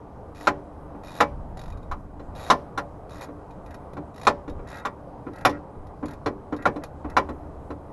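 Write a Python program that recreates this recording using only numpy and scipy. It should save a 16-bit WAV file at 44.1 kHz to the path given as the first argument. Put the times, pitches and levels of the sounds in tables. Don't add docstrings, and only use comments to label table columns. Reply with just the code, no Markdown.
import sys
import numpy as np
from scipy import signal
from scipy.io import wavfile

SR = 44100
rng = np.random.default_rng(int(sys.argv[2]) if len(sys.argv) > 2 else 0)


def dump(signal):
    limited = np.clip(np.atleast_2d(signal).T, -1, 1)
    pcm = np.round(limited * 32767).astype(np.int16)
    wavfile.write(sys.argv[1], SR, pcm)


N = 349272
CUTOFF_HZ = 12000


def from_db(db):
    return 10 ** (np.asarray(db) / 20)


def rms_one(x):
    return x / np.sqrt(np.mean(x ** 2) + 1e-20)


def at_hz(points, hz):
    table_hz, values = np.array(points).T
    return np.interp(np.log(hz), np.log(table_hz), values)


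def drift(rate):
    knots = rng.standard_normal(int(N / SR * rate * 2) + 3)
    position = np.arange(N) / SR * rate * 2
    return rms_one(np.interp(position, np.arange(len(knots)), knots))


def surge(start_s, attack_s, fade_s):
    age = np.arange(N) / SR - start_s
    return np.clip(age / attack_s, 0, 1) * np.exp(-np.maximum(age - attack_s, 0) / fade_s)


def clicks(times, sizes):
    out = np.full(N, 1e-18)
    index = np.clip(np.round(np.ravel(times) * SR).astype(int), 0, N - 1)
    np.add.at(out, index, np.ravel(sizes))
    return out


def ring(x, hz, t60):
    r = np.exp(-np.log(1000) / (t60 * SR))
    w = 2 * np.pi * hz / SR
    return signal.lfilter([0, np.sin(w)], [1, -2 * r * np.cos(w), r * r], x)


def swell(energy, rise_s):
    r = np.exp(-1 / (rise_s * SR))
    return signal.lfilter([1 - r], [1, -r], energy)


def dying(energy, t60):
    keep = np.exp(-2 * np.log(1000) / (t60 * SR))
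    return np.sqrt(signal.lfilter([1], [1, -keep], energy))


def noise_bands(spectrum, count):
    edges = np.geomspace(spectrum[0][0] / 2 ** (1 / 2), CUTOFF_HZ + 1000, count + 1)
    centres = np.sqrt(edges[1:] * edges[:-1])
    gains = from_db(at_hz(spectrum, centres))
    gains = gains / np.sqrt(np.sum(gains ** 2 * np.diff(edges)) / (SR / 2))
    white = rng.standard_normal((2, N))
    for k, hz in enumerate(centres):
        band = signal.butter(2, edges[k:k + 2], "band", fs=SR, output="sos")
        yield hz, gains[k] * signal.sosfilt(band, white[k % 2])


def scattered_hz(low_hz, high_hz, count):
    return low_hz + (high_hz - low_hz) * (np.arange(count) + rng.random(count)) / count


# (f/Hz, relative level/dB per Hz)
RUMBLE_SPECTRUM = [(15, -21.5), (25, -4.5), (156, -2), (243, -11), (262, -9), (298, 0.5), (331, -11.5),
                   (451, -5.5), (500, -10.5), (569, -3.5), (648, -7.5), (954, -10), (1170, -17.5),
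                   (2240, -46), (12000, -51.5), (15600, -84), (22000, -120)]


def garage(level_db=-42.5, wander_db=0.5, patchy_db=1.5, drone_hz=296, drone_t60=0.15, drone_db=-51.5):
    bands = noise_bands(RUMBLE_SPECTRUM, count=30)
    rumble = sum(noise * from_db(patchy_db * drift(6)) for hz, noise in bands)
    drone = rms_one(ring(rng.standard_normal(N), drone_hz, drone_t60))
    return from_db(level_db + wander_db * drift(1.2)) * rumble + from_db(drone_db) * drone


# (f/Hz, relative level/dB per Hz)
AIR_SPECTRUM = [(18, 2), (35, -6), (60, 3), (100, -9), (200, -2.5)]
# (start t/s, time to fade by 1/e t/s, relative peak level/dB)
GUSTS = [(1.27, 0.5, -32), (1.68, .1, -35.5), (1.87, 0.093, -29), (2.24, .15, -37), (4.47, 0.097, -33),
         (5.75, .15, -37), (7.02, 0.33, -38.5)]
GUST_ATTACK_S = 0.053
CALM_DB, CALM_WANDER_DB = -49.0, 1.5


def draught(level_db=-0.5, top_hz=130, gust_hz=65, gust_db=-38.5, lumps_db=0.5):
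    air = sum(noise for hz, noise in noise_bands(AIR_SPECTRUM, count=14) if hz < 300)

    def below(hz):
        return rms_one(signal.sosfilt(signal.butter(2, hz, fs=SR, output="sos"), air))

    calm, gusty = below(top_hz), below(gust_hz)
    gusts = sum((from_db(db) * surge(start, GUST_ATTACK_S, fade_s)) ** 2 for start, fade_s, db in GUSTS)
    force = np.sqrt(gusts + from_db(CALM_DB + CALM_WANDER_DB * drift(2.7)) ** 2)
    deep = force ** 2 / (force ** 2 + from_db(gust_db) ** 2)
    loudness = force * from_db(level_db + lumps_db * deep * drift(4.4))
    return loudness * ((1 - deep) * calm + deep * gusty)


def hum(hz=75.6, waver=0.013, rest_db=-50.0, swell_db=-38.5):
    phase = 2 * np.pi * np.cumsum(hz * (1 + waver * drift(3.7))) / SR
    extra = from_db(swell_db) * surge(start_s=6.85, attack_s=0.3, fade_s=0.37)
    return (from_db(rest_db) + extra) * np.sin(phase)


# (start t/s, end t/s, relative level/dB)
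RUBS = [(3.1, 3.293, -60), (3.655, 3.777, -60), (4.644, 4.852, -52), (5.308, 5.482, -58),
        (5.481, 5.582, -54), (6.055, 6.164, -57), (6.563, 6.67, -54), (6.814, 6.853, -56),
        (7.078, 7.143, -55.5)]
# (f/Hz, relative level/dB, 60 dB fade t/s)
RUB_MODES = [(1300, 8.5, 0.05), (1420, 1.5, 0.11), (1607, 6, 0.064), (1920, 8.5, 0.034), (2140, -2, 0.052),
             (2380, -12.5, 0.11), (2620, -7.5, 0.08)]


def rubbing(slips_per_s=900, level_db=-7.5):
    t = np.arange(N) / SR
    pressure = np.zeros(N)
    for start, end, db in RUBS:
        progress = np.clip((t - start) / (end - start), 0, 1)
        pressure += from_db(db + level_db) * np.sin(np.pi * progress)
    slipping = rng.random(N) < slips_per_s / SR
    slips = pressure * slipping * rng.standard_normal(N) + 1e-18
    return sum((-1) ** k * from_db(db) * ring(slips, hz, t60) for k, (hz, db, t60) in enumerate(RUB_MODES))


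# (t/s, relative level/dB, bass level/dB, bite level/dB, treble level/dB, favoured resonance f/Hz)
SLAMS = [(0.471, -19.3, -0.5, 0, -3, 1420), (1.204, -16.5, -3, -0.5, -2, 1136),
         (1.914, -32.5, -12, -7.5, -8, 1180), (2.501, -14.2, -3, -4.5, 1.5, 1030),
         (2.776, -29, 1, -2, -2.5, 1420), (4.269, -15, -3, -3, -2, 1155), (4.851, -30, 0, 0.5, -1.5, 1150),
         (5.45, -17, 0.5, 0, 3, 752), (6.26, -28, 8.5, -2, -3.5, 488), (6.655, -20, 3.5, -3, -8.5, 1430),
         (7.167, -17.5, -1, -1, -3, 1120)]
# (t/s, relative level/dB, treble level/dB)
BUMPS = [(0.947, -52, -24), (2.195, -49.5, -5), (3.286, -49.5, -15), (3.968, -40.5, -11.5),
         (4.478, -42.5, -8), (4.592, -49.5, -19), (5.266, -41.5, -26), (5.493, -37.5, 3), (6.028, -38, -22),
         (6.524, -35, -13), (6.76, -41, -8), (7.045, -40, -21), (7.289, -39.5, -8), (7.704, -40.5, -10.5)]
BUMP_BASS_DB, BUMP_BITE_DB, BUMP_HZ = 13.5, -6, 295


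def blows():
    soft = [(s, db, BUMP_BASS_DB, BUMP_BITE_DB, treble, BUMP_HZ) for s, db, treble in BUMPS]
    return np.transpose(list(SLAMS) + soft)


def blow_strength(hz, accent_db=5.0, accent_octaves=0.17):
    s, level, bass, bite, treble, favoured_hz = blows()
    colour = [at_hz([(380, lo), (800, 0.0), (1200, 0), (1450, mid), (2300, mid), (3200, hi)], hz)
              for lo, mid, hi in zip(bass, bite, treble)]
    accent = accent_db * np.exp(-(np.log2(hz / favoured_hz) / accent_octaves) ** 2)
    return from_db(level + colour + accent)[:, None]


# (f/Hz, relative level/dB, 60 dB fade t/s)
BEND = (1090, 2.5, 0.035)


def bending(s):
    hz, db, t60 = BEND
    return ring(clicks(s, blow_strength(hz) * from_db(db)), hz, t60)


# (f/Hz, relative level/dB, 60 dB fade t/s)
STEEL = [(243.6, -16, 0.26), (294.5, -11, 0.24), (387, -22, 0.53), (446.6, -13, 0.19), (488, -9, 0.1),
         (532.3, -14, 0.11), (574.4, -11.5, 0.32), (654, -19.5, 0.083), (717, -10, 0.083),
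         (754.6, -4.5, 0.075), (830, -6.5, 0.14), (866, -21.5, 0.22), (1014.5, -2.5, 0.11),
         (1055, -8.5, 0.13), (1080, -9, 0.049), (1141.5, -6.5, 0.099), (1249, -7.5, 0.065),
         (1295, -5, 0.066), (1393.4, -1, 0.08), (1567, -10.5, 0.076), (1613, -24, 0.074),
         (1770, -10.5, 0.12), (1913, -10.5, 0.11), (1970, -22.5, 0.069), (2120, -33.5, 0.12),
         (2293, -14.5, 0.12), (3517, -13.5, 0.063), (4110, -18.5, 0.064)]


def steel(contacts, level_db=3.0, rattle=0.23, scatter_db=1.5):
    out = np.zeros(N)
    for k, (hz, db, t60) in enumerate(STEEL):
        shares = rattle * rng.standard_normal(contacts.shape)
        shares[:, 0] = from_db(scatter_db * rng.standard_normal(len(contacts)))
        sizes = shares * blow_strength(hz) * from_db(db + level_db)
        out += (-1) ** k * ring(clicks(contacts, sizes), hz, t60)
    return out


# (f/Hz, 60 dB fade t/s)
CLATTER_T60 = [(150, .35), (400, 0.18), (1000, 0.099), (2800, 0.065), (7500, 0.069)]
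# (f/Hz, relative level/dB)
CHINK = [(2400, 7.5), (3100, -12.5), (4100, 10.5), (5000, -16), (5600, 0), (6300, -7), (7200, -4),
         (8500, -14.5), (11500, -12)]


def chink(s, level_db=-16.0, build_s=.005):
    out = np.zeros(N)
    for hz in scattered_hz(CHINK[0][0], CUTOFF_HZ, count=32):
        shares = rng.standard_normal((len(s), 1)) * from_db(at_hz(CHINK, hz) + level_db)
        starts = s + build_s * rng.random(len(s))
        out += ring(clicks(starts, shares * blow_strength(hz)), hz, at_hz(CLATTER_T60, hz))
    return out


# (f/Hz, relative level/dB per Hz)
CLATTER = [(90, -8.5), (170, -8.5), (300, -4), (600, 1), (1100, 2.5), (1600, -3), (2200, -6), (3000, -11),
           (4100, -19.5), (5000, -13.5), (7000, -33.5), (9000, -32), (11500, -35)]


def clatter(contacts, order, level_db=2.0, rebound_db=-3.5, spread_s=0.0012, tail_db=-28.5, tail_t60=0.32):
    out = np.zeros(N)
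    for hz, noise in noise_bands(CLATTER, count=26):
        energy = clicks(contacts, (blow_strength(hz) * from_db(level_db + rebound_db * order)) ** 2)
        energy = swell(swell(energy, spread_s), spread_s)
        tail = from_db(tail_db) * dying(energy, tail_t60)
        out += noise * np.hypot(dying(energy, at_hz(CLATTER_T60, hz)), tail)
    return out


def knocks(rebound_s=.0055):
    s = blows()[0]
    order = np.arange(4)
    uneven = (order > 0) * rng.uniform(-.25, .25, (len(s), len(order)))
    contacts = s[:, None] + rebound_s * (order + uneven)
    return bending(s) + steel(contacts) + chink(s) + clatter(contacts, order)


# (start t/s, end t/s, teeth per s, relative level/dB, rise in level over the run/dB)
SWINGS = [(0.348, 0.466, 98, -49.5, 8), (1.035, 1.2, 86, -47.5, 5.5), (1.571, 1.725, 46, -50.5, -6),
          (2.351, 2.5, 115, -46, 4.5), (3.094, 3.205, 80, -51, 0), (3.21, 3.251, 120, -43.5, -4),
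          (4.143, 4.262, 56, -46.5, 13), (4.673, 4.8, 72, -47.5, 0), (5.333, 5.43, 39, -50, 3),
          (6.057, 6.145, 39, -48, -2)]
# (t/s, relative level/dB)
TICKS = [(1.773, -57.5), (1.829, -58), (3.508, -57.5), (3.662, -50.5), (3.708, -51), (3.742, -48.5),
         (3.934, -54.5), (4.496, -49), (5.868, -57), (6.565, -50), (6.624, -48), (6.837, -40), (7.099, -48)]


def teeth():
    rows = list(TICKS)
    for start, end, per_s, level_db, rise_db in SWINGS:
        times = np.arange(start, end, 1 / per_s)
        rows += zip(times, level_db + rise_db * np.linspace(-.5, .5, len(times)))
    return rows


# (f/Hz, relative level/dB per Hz)
PAWL = [(700, 23.5), (1300, 15), (1900, 9), (2150, 0.5), (2450, 6), (3100, 0), (3900, 7), (4600, 3),
        (7000, -1.5), (9000, -13.5), (10200, 0.5), (11500, -5)]
# (f/Hz, relative level/dB, 60 dB fade t/s)
PAWL_MODES = [(1925, 2, 0.046), (2450, 0.5, 0.06), (3876, -4.5, 0.056), (3770, -3, 0.1), (5430, -6, 0.045),
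              (6830, -6.5, 0.044), (6960, -7.5, 0.034), (10440, -13, .025), (11400, -9, 0.046)]


def ratchet(level_db=7.0, modes_db=-6.5, rise_s=0.0013, uneven_s=.0003, uneven_db=1.5):
    snap_t60, bay_db, bay_t60 = .036, -9.0, .11
    s, tooth_db = np.transpose(teeth())
    chance = rng.standard_normal((len(s), 2))
    s = s + uneven_s * chance[:, 0]
    size = from_db(tooth_db + uneven_db * chance[:, 1])
    energy = swell(clicks(s, (size * from_db(level_db)) ** 2), rise_s)
    envelope = np.hypot(dying(energy, snap_t60), from_db(bay_db) * dying(energy, bay_t60))
    snaps = envelope * sum(noise for hz, noise in noise_bands(PAWL, count=24))
    rings = np.zeros(N)
    for hz, db, t60 in PAWL_MODES:
        shares = size * rng.standard_normal(len(s))
        rings += ring(clicks(s, shares * from_db(db + modes_db)), hz, t60)
    return snaps + rings


def treble_dip(x, hz=8050, width_hz=600):
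    edges = [hz - width_hz / 2, hz + width_hz / 2]
    return signal.sosfilt(signal.butter(2, edges, "bandstop", fs=SR, output="sos"), x)


def scene():
    background = garage() + draught() + hum()
    wrench = rubbing() + treble_dip(knocks() + ratchet())
    return (background + wrench)[None]


def record(dry, top=1.1):
    rounded = top * np.tanh(dry / top)
    return signal.sosfilt(signal.ellip(10, .2, 70, CUTOFF_HZ, fs=SR, output="sos"), rounded)


dry = scene()
out = record(dry)
dump(out)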